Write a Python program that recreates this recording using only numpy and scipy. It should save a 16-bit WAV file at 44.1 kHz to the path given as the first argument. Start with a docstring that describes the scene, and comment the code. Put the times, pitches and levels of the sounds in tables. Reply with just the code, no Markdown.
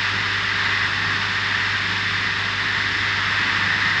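"""Air rushing through the nozzles and ducts of a coating machine in a factory hall.
Heard close by, the listener moving along it. Turbulence drives one strong hollow duct resonance
and a few faint whistles. Below, mains-driven parts hum and the frame rumbles.
On top, a fine hiss flutters and small metal parts jostle faintly."""
import sys
import numpy as np
from scipy.fft import rfft, irfft
from scipy.io import wavfile

SR = 44100
rng = np.random.default_rng(int(sys.argv[2]) if len(sys.argv) > 2 else 0)


def generate_wav(sig):
    """Save sig (samples, or channels by samples) to the path in sys.argv[1] as 16-bit PCM at SR."""
    pcm = np.round(np.clip(np.atleast_2d(sig).T, -1, 1) * 32767).astype(np.int16)
    wavfile.write(sys.argv[1], SR, pcm)


N = 176400
TIME_S = np.arange(N) / SR
BIN_HZ = np.maximum(np.arange(N // 2 + 1) * SR / N, 1)

# jet noise: f/Hz, relative density/dB
RUSH_SPECTRUM = [(300, -20), (560, -18.5), (780, -12.5), (900, -7.5), (1180, -1.5), (1420, -1.5), (1800, 0),
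                 (2250, -3.5), (2800, -5), (3200, -6.5), (3700, -6), (4150, -10), (4700, -12), (5300, -13),
                 (5700, -21), (6200, -25.5), (6800, -27), (7600, -32), (8000, -37.5), (8300, -42.5),
                 (9200, -42.5), (10000, -57.5), (12000, -68)]
# rush below the split: t/s, relative level/dB
LOW_RUSH_SWELL = [(0.0, -33), (0.1, -30.5), (0.21, -32), (0.49, -30), (0.56, -32), (0.63, -29.5),
                  (0.96, -31.5), (1.8, -31), (1.84, -33.5), (2.83, -31), (2.84, -33), (3.36, -29.5),
                  (3.99, -30), (4.0, -34)]
# rush above the split: t/s, relative level/dB
HIGH_RUSH_SWELL = [(0.0, -27), (0.01, -25.5), (0.28, -27.5), (0.83, -26), (0.89, -27.5), (1.58, -26.5),
                   (2.28, -27.5), (4.0, -26)]
# duct resonance: f/Hz, width/Hz, rms level/dB
DUCT_RESONANCES = [(1631, 150, -32.5), (1816, 194, -29), (1986, 170, -31.5)]
# duct resonance: t/s, relative level/dB
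DUCT_SWELL = [(0.0, -23.5), (0.08, -22.5), (0.09, -24.5), (0.86, -21), (0.89, -31.5), (0.92, -22),
              (1.2, -25), (1.66, -22), (1.68, -24), (2.47, -23.5), (2.53, -29.5), (2.63, -21.5),
              (3.06, -22.5), (4.0, -19.5)]
# nozzle and edge whistles: f/Hz, width/Hz, rms level/dB
WHISTLE_RESONANCES = [(915, 45, -46), (1855, 14, -40), (2550, 35, -45), (3522, 10, -50), (3560, 220, -41),
                      (4430, 130, -49), (4830, 80, -52), (5230, 100, -49), (5284, 10, -57),
                      (5860, 130, -57.5), (6430, 75, -63), (9180, 80, -81), (11160, 80, -88)]
# mains hum: harmonic number, rms level/dB
HUM_HARMONICS = [(1, -51), (2, -36.5), (4, -51.5), (5, -58.5), (6, -60.5), (10, -65.5)]
# hum overtone along the listener's path: t/s, relative level/dB
OVERTONE_SWELL = [(0.0, -49), (0.63, -46), (0.88, -49.5), (2.7, -47.5), (3.7, -53), (4.0, -52)]
# frame and hall rumble: f/Hz, relative density/dB
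RUMBLE_SPECTRUM = [(20, -22.5), (45, -16), (62, -13), (76, -2.5), (105, -2), (127, -6), (150, 0.5),
                   (200, 1), (235, -5), (290, -4), (350, -9), (450, -12), (700, -23)]
# frame modes: f/Hz, width/Hz, rms level/dB
FRAME_RESONANCES = [(76, 7.5, -54.5), (177.3, 4, -51), (279.8, 6, -57)]
# rumble: t/s, relative level/dB
RUMBLE_SWELL = [(0.0, -37.5), (0.1, -43.5), (0.13, -36), (0.37, -40.5), (0.89, -40), (1.17, -36.5),
                (1.24, -42), (1.26, -40), (3.38, -39), (3.4, -37), (3.99, -38), (4.0, -36.5)]
# fine hiss: f/Hz, relative density/dB
HISS_SPECTRUM = [(4000, -7), (6500, 1.5), (7700, -3.5), (8400, -14), (9300, -15), (10100, -13.5),
                 (11200, -15.5), (12300, -25.5)]
# small parts jostling on the rail: onset t/s, peak rms level/dB
JOSTLE_BURSTS = [(.09, -59), (.84, -56), (1.09, -57), (1.79, -61), (2.06, -57), (2.19, -59), (2.34, -60),
                 (2.68, -59), (2.99, -61), (3.45, -59), (3.56, -59), (3.74, -55)]
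# jostling: f/Hz, relative density/dB
JOSTLE_SPECTRUM = [(4000, 0), (6800, -2.5), (7700, -4), (8400, -11), (9300, -11), (10000, -17),
                   (12000, -21)]


def air_rush(level_db=-24.5, split_hz=1600, flutter_db=0.37):
    """Broad jet noise, slight flutter; low and high bands swell separately."""
    rush = from_db(level_db) * noise(colour(RUSH_SPECTRUM))
    low = irfft(rfft(rush) / (1 + (BIN_HZ / split_hz) ** 8), N)
    high = rush - low
    flutter = from_db(flutter_db * drift(rate_hz=10))
    return (low * swell(LOW_RUSH_SWELL) + high * swell(HIGH_RUSH_SWELL)) * flutter


def duct():
    """Turbulence rings the air in the ducts: hollow tone."""
    return resonances(DUCT_RESONANCES) * swell(DUCT_SWELL)


def whistles():
    """Narrow bands of air noise at nozzles and edges."""
    return resonances(WHISTLE_RESONANCES)


def hum():
    """Mains hum; the 8th harmonic varies with listener position."""
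    steady = sum(mains_harmonic(number, db) for number, db in HUM_HARMONICS)
    return steady + mains_harmonic(8, level_db=-48) * swell(OVERTONE_SWELL)


def mains_harmonic(number, level_db, mains_hz=50, waver_db=0.43):
    """Sine at a mains multiple, level wavering slightly."""
    amplitude = np.sqrt(2) * from_db(level_db + waver_db * drift(rate_hz=1.5))
    return amplitude * np.sin(2 * np.pi * (number * mains_hz * TIME_S + rng.random()))


def rumble(noise_db=-38.5):
    """Low noise of hall and shaking frame, plus frame modes."""
    broadband = from_db(noise_db) * noise(colour(RUMBLE_SPECTRUM))
    return (broadband + resonances(FRAME_RESONANCES)) * swell(RUMBLE_SWELL)


def hiss(level_db=-62, flutter_db=2.2):
    """Faint fluttering treble noise."""
    return from_db(level_db + flutter_db * drift(rate_hz=14)) * noise(colour(HISS_SPECTRUM))


def jostles(attack_s=0.018, decay_s=0.04):
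    """Small metal parts shuffle: soft bright bursts, summed in power."""
    power = 0
    for onset_s, db in JOSTLE_BURSTS:
        age_s = np.maximum(TIME_S - onset_s, 0)
        rise = np.minimum(age_s / attack_s, 1)
        decay = np.exp(-np.maximum(age_s - attack_s, 0) / decay_s)
        power += (from_db(db) * rise * decay) ** 2
    return np.sqrt(power) * noise(colour(JOSTLE_SPECTRUM))


def plate_echoes(direct, count=30, delay_range_s=(0.006, 0.09), echo_db=-25.5):
    """Direct sound plus short echoes off the machine's plates; ripples the spectrum."""
    delays_s = rng.uniform(*delay_range_s, count)
    echoes = sum((-1) ** k * np.exp(-2j * np.pi * BIN_HZ * s) for k, s in enumerate(delays_s))
    return irfft(rfft(direct) * (1 + from_db(echo_db) * echoes), N)


def resonances(modes):
    """Steep-sided resonances, each driven by its own noise."""
    total = 0
    for hz, width_hz, db in modes:
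        detuning = (BIN_HZ ** 2 - hz ** 2) / (BIN_HZ * width_hz)
        total += from_db(db) * noise(1 / (1 + detuning ** 2))
    return total


def colour(spectrum):
    """Gain per bin; 12 dB/octave roll-off outside the table."""
    hz, db = np.transpose(spectrum)
    rolloff = (np.minimum(BIN_HZ / hz[0], 1) * np.minimum(hz[-1] / BIN_HZ, 1)) ** 2
    return from_db(np.interp(np.log(BIN_HZ), np.log(hz), db)) * rolloff


def swell(curve):
    """Level curve to gain per sample, rms 1."""
    times_s, db = np.transpose(curve)
    return unit_rms(from_db(np.interp(TIME_S, times_s, db)))


def drift(rate_hz):
    """Slow random wander, rms 1."""
    return noise(1 / (1 + (BIN_HZ / rate_hz) ** 2))


def noise(bin_gain):
    """Shaped noise, rms 1."""
    return unit_rms(irfft(rfft(rng.standard_normal(N)) * bin_gain, N))


def unit_rms(x):
    """Scale to rms 1."""
    return x / np.sqrt(np.mean(x ** 2) + 1e-20)


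def from_db(db):
    """dB to gain."""
    return 10 ** (np.asarray(db) / 20)


def scene():
    """Mono mix; hum and rumble bypass the echoes."""
    direct = air_rush() + duct() + whistles() + hiss() + jostles()
    return (plate_echoes(direct) + hum() + rumble())[None]


def record(dry):
    """Steep low-pass."""
    cutoff_hz = 12350
    return irfft(rfft(dry) / np.sqrt(1 + (BIN_HZ / cutoff_hz) ** 300), N)


dry = scene()
out = record(dry)
generate_wav(out)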